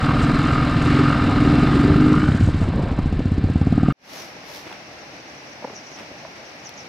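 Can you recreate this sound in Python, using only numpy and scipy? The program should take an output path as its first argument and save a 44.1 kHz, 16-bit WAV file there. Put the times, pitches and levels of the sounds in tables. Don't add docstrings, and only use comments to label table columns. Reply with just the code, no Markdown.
import sys
import numpy as np
from scipy import signal
from scipy.fft import rfft, irfft, next_fast_len
from scipy.io import wavfile
from scipy.ndimage import uniform_filter1d, map_coordinates

SR = 44100
rng = np.random.default_rng(int(sys.argv[2]) if len(sys.argv) > 2 else 0)


def put_to_file(sound):
    columns = np.atleast_2d(sound).T
    safe = np.clip(columns, -1, 1)
    whole_steps = np.round(safe * 32767)
    wavfile.write(sys.argv[1], SR, whole_steps.astype(np.int16))


N = 303716
TIME = np.arange(N) / SR
SIZE = next_fast_len(N, real=True)
BINS_HZ = np.fft.rfftfreq(SIZE, 1 / SR)

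# pitch_hz, level_db (per Hz)
HISS_SPECTRUM = [(530, -55.5), (900, -16), (1120, -11.5), (1240, -6.5), (1690, -11), (1930, -11.5),
                 (2150, -12.5), (2570, -16.5), (2790, -14), (3400, -22), (3950, -21), (5000, -24),
                 (6050, -37), (8050, -38.5), (13400, -71.5), (15500, -79)]
# pitch_hz, level_db (per Hz)
RUSTLE_SPECTRUM = [(100, -30), (400, 6), (2500, 0.5), (5800, 1), (8000, -14.5), (12000, -9.5), (15500, -15)]
# middle_s, level_db, half_length_s
BIRD_CHIRPS = [(4.2, -47.5, 0.035), (5.02, -53, 0.016), (5.39, -55, .02), (5.52, -59, .05),
               (5.775, -44, 0.02), (5.87, -51, 0.014), (5.95, -49, 0.037), (6.2, -58, 0.018),
               (6.47, -53, 0.017), (6.67, -41, 0.015), (6.795, -42.5, 0.015)]


def amp(db):
    return 10 ** (np.asarray(db) / 20)


def evened(x):
    return x / np.sqrt(np.mean(x ** 2) + 1e-20)


def follow(rows):
    s, *columns = np.transpose(rows)
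    return [np.interp(TIME, s, c) for c in columns]


def read(points, hz):
    f, value = np.transpose(points)
    return np.interp(np.log(hz + 1), np.log(f + 1), value)


def filtered(x, gain):
    return irfft(rfft(x, SIZE) * gain, SIZE)[:N]


def colour(x, spectrum):
    return filtered(x, evened(amp(read(spectrum, BINS_HZ))))


def noise(spectrum):
    return colour(rng.standard_normal(N), spectrum)


def wide(spectrum, same):
    shared = noise(spectrum)
    separate = np.array([noise(spectrum), noise(spectrum)])
    return np.sqrt(same) * shared + np.sqrt(1 - same) * separate


def wander(hz):
    return evened(filtered(rng.standard_normal(N), 1 / (1 + (BINS_HZ / hz) ** 4)))


def swells(rows):
    return sum(amp(db) * np.exp(-((TIME - s) / half) ** 2 / 2) for s, db, half in rows)


def blows(rows):
    return sum(amp(db) * (TIME >= s) * np.exp(-abs(TIME - s) / decay) for s, db, decay in rows)


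def add(mix, s, sound):
    part = mix[max(round(s * SR), 0):][:len(sound)]
    part += sound[:len(part)]


def body(modes, rise_s, pitch=1):
    t = TIME[:SR // 5]
    tones = sum(amp(db - 60 * t / t60) * np.sin(2 * np.pi * hz * pitch * t) for hz, db, t60 in modes)
    return tones * (1 - np.exp(-(t / rise_s) ** 2))


def struck(rows, modes, rise_s):
    out = np.zeros(N)
    for s, db, pitch in rows:
        low_cut = signal.butter(2, .7 * pitch * min(modes)[0], "high", fs=SR, output="sos")
        sound = signal.sosfilt(low_cut, body(modes, rise_s, pitch))
        add(out, s, amp(db) * sound / abs(sound).max())
    return out


def ring(drive, modes, rise_s, stretch=1):
    clock = np.cumsum(stretch * np.ones(N))
    own_drive = np.bincount(np.round(clock).astype(int), drive)
    rung = signal.oaconvolve(own_drive, body(modes, rise_s))
    return evened(map_coordinates(rung, [clock], order=3))


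def strokes(cycles, place, uneven_db, jitter_s):
    at = np.flatnonzero(np.diff(np.floor(cycles - place)) > 0)
    size, late = rng.standard_normal((256, 2))[:len(at)].T
    moved = at + np.round(late * jitter_s * SR).astype(int)
    out = np.zeros(N)
    out[np.clip(moved, 0, N - 1)] = amp(uneven_db * size)
    return out


def surge(cycles, rise, decay):
    phase = cycles % 1
    return (1 - np.exp(-(phase / rise) ** 2)) * np.exp(-phase / decay) * (1 - phase ** 10)


def river():
    # pitch_hz, level_db (per Hz)
    spectrum = [(24, -55), (40, -18), (130, -4), (200, -4), (305, -2), (420, -6.5), (540, -4), (810, -4),
                (1000, -7.5), (1350, -8.5), (2200, -6), (2700, -8.5), (3300, -15.5), (4000, -14.5),
                (5720, -13), (7160, -32), (13300, -38), (15500, -46)]
    # pitch_hz, likeness (1 identical; below 0 counts as 0)
    likeness = [(60, 0.81), (180, 1), (550, 0.7), (1650, -0.19), (4970, -0.22), (15000, -0.068)]
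    same = np.clip(read(likeness, BINS_HZ), 0, 1)
    mid = filtered(noise(spectrum), np.sqrt((1 + same) / 2))
    side = filtered(noise(spectrum), np.sqrt((1 - same) / 2))
    return amp(-41.5) * np.array([mid + side, mid - side]) * amp(0.28 * wander(11))


def bubbles():
    births_per_s, low_hz, high_hz, t60_s = 100, 561, 835, 0.057
    pitches = np.geomspace(low_hz, high_hz, 12)
    out = np.zeros(N)
    for hz in pitches:
        born = rng.random(N) < births_per_s / len(pitches) / SR
        strength = amp(1.9 * np.minimum(rng.exponential(1, N), 3))
        out += signal.oaconvolve(born * strength, body([(hz, 0, t60_s)], rise_s=0.0033))[:N]
    return amp(-52.5) * evened(out)


def insects():
    # pitch_hz, level_db (per Hz)
    spectrum = [(3500, -50), (5000, -7), (5700, 2.5), (6200, -4), (7000, -15.5), (8500, -45)]
    level = amp(-57.5) + .55 * swells(BIRD_CHIRPS)
    return wide(spectrum, same=0.28) * level * evened(amp(3.3 * wander(90)))


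def small_birds():
    middle_hz, fall, fuzz_hz = 5850, .085, 260
    out = np.zeros(N)
    for s, db, half in BIRD_CHIRPS:
        u = np.arange(-3 * half, 3 * half, 1 / SR) / half
        turns = np.cumsum(middle_hz * np.exp(-fall * u)) / SR
        add(out, s - 3 * half, amp(db) * np.exp(-u ** 2 / 2) * np.sin(2 * np.pi * turns))
    shared_fuzz = wander(fuzz_hz)
    ear_fuzz = np.array([wander(fuzz_hz), wander(fuzz_hz)])
    return out * (.8 * shared_fuzz + .8 * ear_fuzz)


def rustles():
    # middle_s, level_db, half_length_s
    rustle_times = [(4.175, -40.5, 0.077), (4.555, -41, 0.057)]
    # middle_s, level_db, half_length_s
    scuff_times = [(4.665, -46, 0.0099), (4.715, -42.5, 0.035), (5.917, -44, 0.0056), (5.998, -39.5, 0.025),
                   (6.367, -41.5, 0.0044)]
    # pitch_hz, level_db (per Hz)
    scuff_spectrum = [(80, -25), (300, 7), (1200, 2.5), (2800, 0.5), (5000, -14), (12000, -28)]
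    dry_rustle = wide(RUSTLE_SPECTRUM, same=.3) * swells(rustle_times) * evened(amp(1.8 * wander(120)))
    scuff = wide(scuff_spectrum, same=0.49) * swells(scuff_times) * evened(amp(3.3 * wander(200)))
    return dry_rustle + scuff


def knocks():
    # start_s, level_db (of the peak), pitch_factor
    knock_times = [(4.667, -30, 0.59), (4.706, -34, 1.9), (4.714, -32, 1.53), (5.623, -30, 1.1),
                   (5.643, -23, 1.1), (5.647, -18.5, 0.97), (5.674, -30, 0.97), (5.681, -31, 1),
                   (5.697, -30, 1.3), (5.703, -30, .8), (5.732, -32, 0.74), (5.996, -34, 2.5),
                   (6.008, -32, 0.73), (6.115, -32, .5), (6.25, -27, 1.18)]
    # pitch_hz, level_db, t60_s (time to fall 60 dB)
    hollow = [(290, -6, .03), (540, 0, .03), (820, -2, .022), (1400, -6, .009), (2250, -16, .009)]
    # start_s, level_db, decay_s
    tick = (6.692, -33, 0.0024)
    return struck(knock_times, hollow, rise_s=0.00041) + wide(RUSTLE_SPECTRUM, same=0.58) * blows([tick])


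def bank():
    sources = river() + bubbles() + insects() + small_birds() + rustles() + knocks()
    return sources * amp([[.35], [-.35]])


def gravel():
    thins_s, ends_s = 1.71, 2.96
    return np.interp(TIME, [thins_s, ends_s], [1, 0])


def wind():
    # pitch_hz, level_db (per Hz)
    buffet_spectrum = [(10, -13), (25, -6.5), (50, -8), (90, -3.5), (160, -10), (300, -18.5), (600, -29),
                       (1500, -87)]
    # middle_s, level_db, half_length_s
    puff = (2.432, -16.5, .016)
    # pitch_hz, level_db (per Hz)
    puff_spectrum = [(30, -29), (80, -5), (110, 7), (220, -30), (800, -71), (6000, -120)]
    # middle_s, level_db, half_length_s
    gusts = [(.17, -27, .03), (.82, -26, .06), (2.45, -27, .05), (3.1, -29, .2)]
    # pitch_hz, level_db (per Hz)
    gust_spectrum = [(12, -14), (28, 0), (50, 0), (80, -8), (200, -30), (1000, -90)]
    shaking = evened(amp(1.8 * wander(7.6) + 2.5 * gravel()))
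    buffet = amp(-25) * noise(buffet_spectrum) * shaking
    return buffet + noise(puff_spectrum) * swells([puff]) + noise(gust_spectrum) * swells(gusts)


def tyres():
    # pitch_hz, level_db (per Hz)
    rush_spectrum = [(60, -16), (150, 0.5), (195, -3), (300, 2.5), (390, -5.5), (490, -1.5), (620, -1.5),
                     (740, 1.5), (880, -6), (1050, -2.5), (1700, -21), (4000, -36), (9000, -81)]
    # middle_s, level_db, half_length_s
    turn_gust = (2.86, -38.5, 0.12)
    # pitch_hz, level_db (per Hz)
    scrub_spectrum = [(200, -8), (500, 7.5), (800, 0), (1150, 3), (1600, -6), (3000, -16), (8000, -48),
                      (15000, -77)]
    # middle_s, level_db, half_length_s
    scrubs = [(2.625, -32, 0.018), (2.81, -43, .045), (2.9, -31.5, 0.016), (2.99, -32, .007)]
    asphalt_db, gravel_adds_db = -42.5, 13
    rush_level = amp(asphalt_db + gravel_adds_db * gravel()) + swells([turn_gust])
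    rush = rush_level * noise(rush_spectrum) * evened(amp(1.2 * wander(25)))
    return rush + noise(scrub_spectrum) * swells(scrubs) * evened(amp(2.3 * wander(80)))


def grit():
    # pitch_hz, level_db (per Hz)
    spectrum = [(700, -42), (2500, 5), (5000, -4), (8000, -5), (14000, -39)]
    # start_s, level_db, decay_s
    stones = [(.225, -40, 0.015), (.47, -37, .006), (.82, -36, .008), (2.13, -35, 0.0041),
              (2.19, -46, .003), (2.27, -46, .004), (2.455, -46, .01)]
    # middle_s, level_db, half_length_s
    spray = (0.97, -31, 0.1)
    grains_per_s = 380
    strength = amp(6.0 * np.minimum(rng.exponential(1, N), 3))
    grains = (rng.random(N) < grains_per_s / SR) * strength * rng.choice([-1, 1], N)
    burst = rng.standard_normal(900) * np.exp(-TIME[:900] / 0.0039)
    crunch = evened(colour(signal.oaconvolve(grains, burst)[:N], spectrum))
    crackle = amp(-47.0) * (0.28 + 0.66 * gravel()) * crunch
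    return crackle + noise(spectrum) * blows(stones) + noise(HISS_SPECTRUM) * swells([spray])


def sand():
    # pitch_hz, level_db (per Hz)
    sand_spectrum = [(2500, -27.5), (5000, -4), (8000, -2.5), (10000, -5), (11500, -7), (14000, -13),
                     (15500, -29)]
    # pitch_hz, level_db (per Hz)
    grind_spectrum = [(2500, -34), (5000, 0), (8200, 1.5), (9800, -11.5), (11000, -19), (15000, -42)]
    # middle_s, level_db, half_length_s
    grinds = [(.235, -48, .018), (.87, -52, 0.06), (2.28, -54.5, 0.082), (2.47, -53, 0.043),
              (2.62, -54, 0.034)]
    steady = noise(sand_spectrum) * amp(-62.5) * gravel()
    return (steady + noise(grind_spectrum) * swells(grinds)) * evened(amp(3.2 * wander(150)))


def clunks():
    # start_s, level_db (of the peak), pitch_factor
    clunk_times = [(2.318, -14, 0.18), (2.486, -12.5, 0.58), (2.628, -23, 1.1), (2.735, -19, 0.62),
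                   (2.865, -20, 0.63), (3.203, -13, 0.52), (3.485, -24, 1.1)]
    # pitch_hz, level_db, t60_s
    case = [(290, -6.5, 0.022), (536, -0.5, 0.018), (822, -3, .014), (1440, -1, .006), (2200, -15, 0.0071)]
    return struck(clunk_times, case, rise_s=.002)


def slugs(firings, load):
    base_width_s, load_narrows, skew, uneven = .0015, 0.15, .1, .08
    echo_s, echo_db = .0079, -12.5
    out = np.zeros(N)
    t = TIME[:SR // 50] - .0051
    soft_start = np.minimum(TIME[:len(t)] / .001, 1)
    for at, chance in zip(np.flatnonzero(firings), rng.standard_normal(256)):
        width = base_width_s * (1 - load_narrows * load[at]) * np.exp(uneven * chance)
        u = np.log(np.maximum(1 + skew * t / width, 1e-3)) / skew
        add(out, at / SR, firings[at] * soft_start * (u ** 2 - 1) * np.exp(-u ** 2 / 2))
    return evened(out + amp(echo_db) * np.roll(out, int(echo_s * SR)))


def other_engine():
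    # time_s, firing_rate_hz
    speed_curve = [(1.2, 18.57), (1.5, 19.24), (1.75, 18.4), (2.2, 18.29), (2.5, 14.46), (2.7, 13.87),
                   (2.87, 12.39), (3.0, 14.22), (3.3, 16.06), (3.6, 17.67), (3.93, 19.6)]
    # time_s, distance_m, load (0-1, sharpens each thump)
    alongside = [(.75, 10.4, .15), (1.45, 3.1, .75), (2.05, 3, .75), (2.3, 1.75, .5), (2.45, 1.6, .42),
                 (2.7, 2.1, .15), (3.0, 1.65, .45), (3.5, 2.24, 0.38), (3.92, 2.04, 1)]
    # pitch_hz, level_db, t60_s
    pipe_modes = [(86.5, -0.5, .115), (151, -5.5, 0.062)]
    # pitch_hz, level_db, t60_s
    bark_modes = [(215, -2.5, .034), (265.7, -0.5, 0.033), (375, -5, .024), (752, -12.5, 0.031)]
    # pitch_hz, level_db (per Hz)
    gasp_spectrum = [(40, -10), (100, 4), (260, -3), (400, -9.5), (600, -28), (850, -22), (2000, -60.5)]
    # pitch_hz, level_db (per Hz)
    spit_spectrum = [(700, -44.5), (2500, 5.5), (5000, -1), (8500, -8.5), (10000, -24), (14000, -59)]
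    start_cycles, pipe_delay_s, bark_delay_s = .58, 0.0023, 0.00212
    base_db, base_hz, db_per_hz = -13.5, 18.34, 1.1

    speed, = follow(speed_curve)
    cycles = start_cycles + np.cumsum(speed) / SR
    distance, load = follow(alongside)
    level_db = base_db + db_per_hz * (speed - base_hz)
    firings = strokes(cycles, 0, uneven_db=0.14, jitter_s=0.00022)
    surges = np.roll(firings, int(pipe_delay_s * SR)) * amp(1.8 * wander(11))
    pipe = -ring(surges, pipe_modes, rise_s=0.005, stretch=np.exp(0.049 * wander(9)))
    late_firings = np.roll(firings, int(bark_delay_s * SR))
    bark = ring(late_firings, bark_modes, rise_s=0.0025, stretch=np.exp(0.05 * wander(16)))
    gasp = amp(-14.5) * noise(gasp_spectrum) * evened(surge(cycles - .04, rise=.05, decay=.22))
    spit = amp(-12) / distance * noise(spit_spectrum) * surge(cycles, rise=.045, decay=.1)
    thump = (.64 + .04 * load) * slugs(firings, load) + (1.2 - 1.0 * load) * pipe + 0.79 * load * bark
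    return amp(level_db) / distance * (thump + gasp + spit)


def throttle():
    # time_s, opening (0-1)
    held = [(2.19, 0.73), (2.33, .5), (2.6, 0.2), (3.35, 0), (3.9, 0.57)]
    # start_s, end_s, extra_opening (0-1)
    twists = [(.2, 0.372, .12), (.84, 1.102, .2), (1.38, 2.13, .19)]
    wrist_s = 0.14
    opening, = follow(held)
    for start, end, extra in twists:
        inside = np.minimum(TIME - start, end - TIME)
        opening = opening + extra * np.clip(inside / wrist_s + .5, 0, 1)
    return opening


def near_exhaust(cycles, opening):
    # pitch_hz, level_db, t60_s
    pipe_modes = [(86, -11, 0.08), (140, 7.5, 0.083)]
    # middle_s, level_db, half_length_s
    burble_time = (2.777, -24.5, .07)
    # pitch_hz, level_db (per Hz)
    burble_spectrum = [(50, -25), (115, 0), (240, 0), (340, -4), (520, -13), (800, -23), (4000, -81)]
    full_db, shut_loses_db = -19, 12
    firings = strokes(cycles, .75, uneven_db=0.4, jitter_s=0.00021)
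    pipe = ring(firings, pipe_modes, rise_s=0.0038)
    burble = noise(burble_spectrum) * swells([burble_time]) * evened(amp(4.0 * wander(60)))
    return amp(full_db - shut_loses_db * (1 - opening)) * pipe + burble


def airbox(cycles, speed, opening):
    # pitch_hz, level_db, t60_s
    boom_modes = [(254, 1.5, .11), (292, 3.2, .11)]
    # pitch_hz, level_db, t60_s
    growl_modes = [(328, 0, .06), (375, 2, 0.053), (420, -7, 0.037)]
    twin_from_hz, twin_span_hz = 22.6, 1.6
    boom_hz_law = .22
    boom_db, boom_shut_db = -15, 24
    growl_db, growl_hz, growl_db_per_hz, growl_shut_db = -20, 25, 1.5, 33
    shut = 1 - opening
    twin = np.clip((speed - twin_from_hz) / twin_span_hz, 0, 1)
    gulps = strokes(cycles, .9, uneven_db=1.1, jitter_s=.00014)
    gulps = gulps + 0.4 * twin * strokes(cycles, .4, uneven_db=2.5, jitter_s=0.00016)
    boom_pitch = (speed / 22.1) ** boom_hz_law * np.exp(.006 * wander(14))
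    boom = ring(gulps, boom_modes, rise_s=0.007, stretch=boom_pitch)
    uneven_gulps = gulps * rng.uniform(0.36, 1, N)
    growl = ring(uneven_gulps, growl_modes, rise_s=.005, stretch=np.exp(.02 * wander(23)))
    growl_level_db = growl_db + growl_db_per_hz * (speed - growl_hz) - growl_shut_db * shut
    return amp(boom_db - boom_shut_db * shut) * boom + amp(growl_level_db) * growl


def clatter_level_db(speed, opening):
    base_db, base_hz, db_per_hz, pull_db = -31, 22.1, 0.2, 3
    light_throttle, shut_db = .68, 36
    pull_hz_per_s, pull_smooth_s = 4, 0.18
    pull = np.tanh(np.gradient(speed) * SR / pull_hz_per_s)
    pull = uniform_filter1d(pull, int(pull_smooth_s * SR))
    coasting = np.maximum(1 - opening / light_throttle, 0)
    return base_db + db_per_hz * (speed - base_hz) - pull_db * pull - shut_db * coasting


def valves(cycles, speed, opening):
    # pitch_hz, level_db, t60_s
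    head = [(1224, -1, 0.027), (1349, 1, 0.03), (1522, -2.5, 0.021), (1018, -7.5, 0.022),
            (2170, -16.5, 0.032), (2806, -17.5, .038)]
    # pitch_hz, level_db, t60_s
    wheel = [(1241, 0, .12)]
    # time_s, pitch_factor
    overrun = [(2.14, 1), (2.36, 1.16), (2.5, 1)]
    # start_s, level_db (of the peak), pitch_factor
    rattles = [(.088, -11, 0.83), (.108, -13, 0.82), (.367, -14, 0.96), (.391, -14, 0.95),
               (1.731, -17, 0.91), (1.773, -20.5, 0.85), (2.122, -16, 0.85), (2.139, -16, 0.86),
               (2.239, -20, 0.88), (2.278, -15.5, 1), (2.317, -20.5, 1.1), (2.357, -22, 1.06),
               (3.798, -24.5, 1.01), (3.862, -23, 0.9), (3.898, -28, 0.98)]
    lift, = follow(overrun)
    taps = strokes(cycles, .92, uneven_db=2.2, jitter_s=.0007)
    taps = taps + 1.27 * strokes(cycles, .4, uneven_db=0.8, jitter_s=.0007)
    rough_taps = taps + .011 * rng.standard_normal(N)
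    clatter = ring(rough_taps, head, rise_s=0.0017, stretch=lift * np.exp(0.0027 * wander(7.6)))
    whine = ring(taps + .015 * rng.standard_normal(N), wheel, rise_s=0.0046)
    whine = whine * amp(-2 - 90 * (lift - 1))
    return amp(clatter_level_db(speed, opening)) * (clatter + whine) + struck(rattles, head, rise_s=.0008)


def casing(x):
    t = TIME[:SR // 10]
    dense_ring = rng.standard_normal(len(t)) * np.exp(-t / 0.007)
    return evened(signal.oaconvolve(x, dense_ring)[:N])


def gear_hiss(cycles, opening):
    full_db, shut_loses_db, gravel_adds_db = -39, 3, 9.5
    gears = 0.66 * noise(HISS_SPECTRUM) + 0.68 * casing(noise(HISS_SPECTRUM))
    pulsing = evened(1 + 0.89 * surge(cycles - .86, rise=0.099, decay=0.26))
    level_db = full_db - shut_loses_db * (1 - opening) + gravel_adds_db * gravel()
    return amp(level_db) * gears * pulsing


def near_engine():
    # time_s, firing_rate_hz
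    speed_curve = [(0, 20.39), (.285, 19.5), (.447, 21.78), (.653, 20.75), (.99, 23.1), (1.184, 21.0),
                   (2.172, 25.69), (2.751, 20.0), (3.93, 20.67)]
    speed, = follow(speed_curve)
    cycles = .123 + np.cumsum(speed) / SR
    opening = throttle()
    exhaust = near_exhaust(cycles, opening)
    intake = airbox(cycles, speed, opening)
    return exhaust + intake + valves(cycles, speed, opening) + gear_hiss(cycles, opening)


def scene():
    cut_s = 3.9255
    road = wind() + tyres() + grit() + sand() + clunks()
    low_cut = signal.butter(2, 14, "high", fs=SR, output="sos")
    ride = signal.sosfilt(low_cut, road + other_engine() + near_engine()) * (TIME < cut_s)
    fade_db = np.interp(TIME, [3.93, 4.0, 4.05, 4.1, 4.15], [-36.0, -18.5, -6.5, -1.5, 1])
    return ride + bank() * amp(fade_db) * (TIME >= cut_s)


def record(dry):
    edge_hz = 15700
    rounded = dry / (1 + (dry / amp(-3.2)) ** 6) ** (1 / 6)
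    low_pass = signal.firwin(511, edge_hz, window=("kaiser", 9), fs=SR)
    return signal.oaconvolve(rounded, low_pass[None], "same")


dry = scene()
out = record(dry)
put_to_file(out)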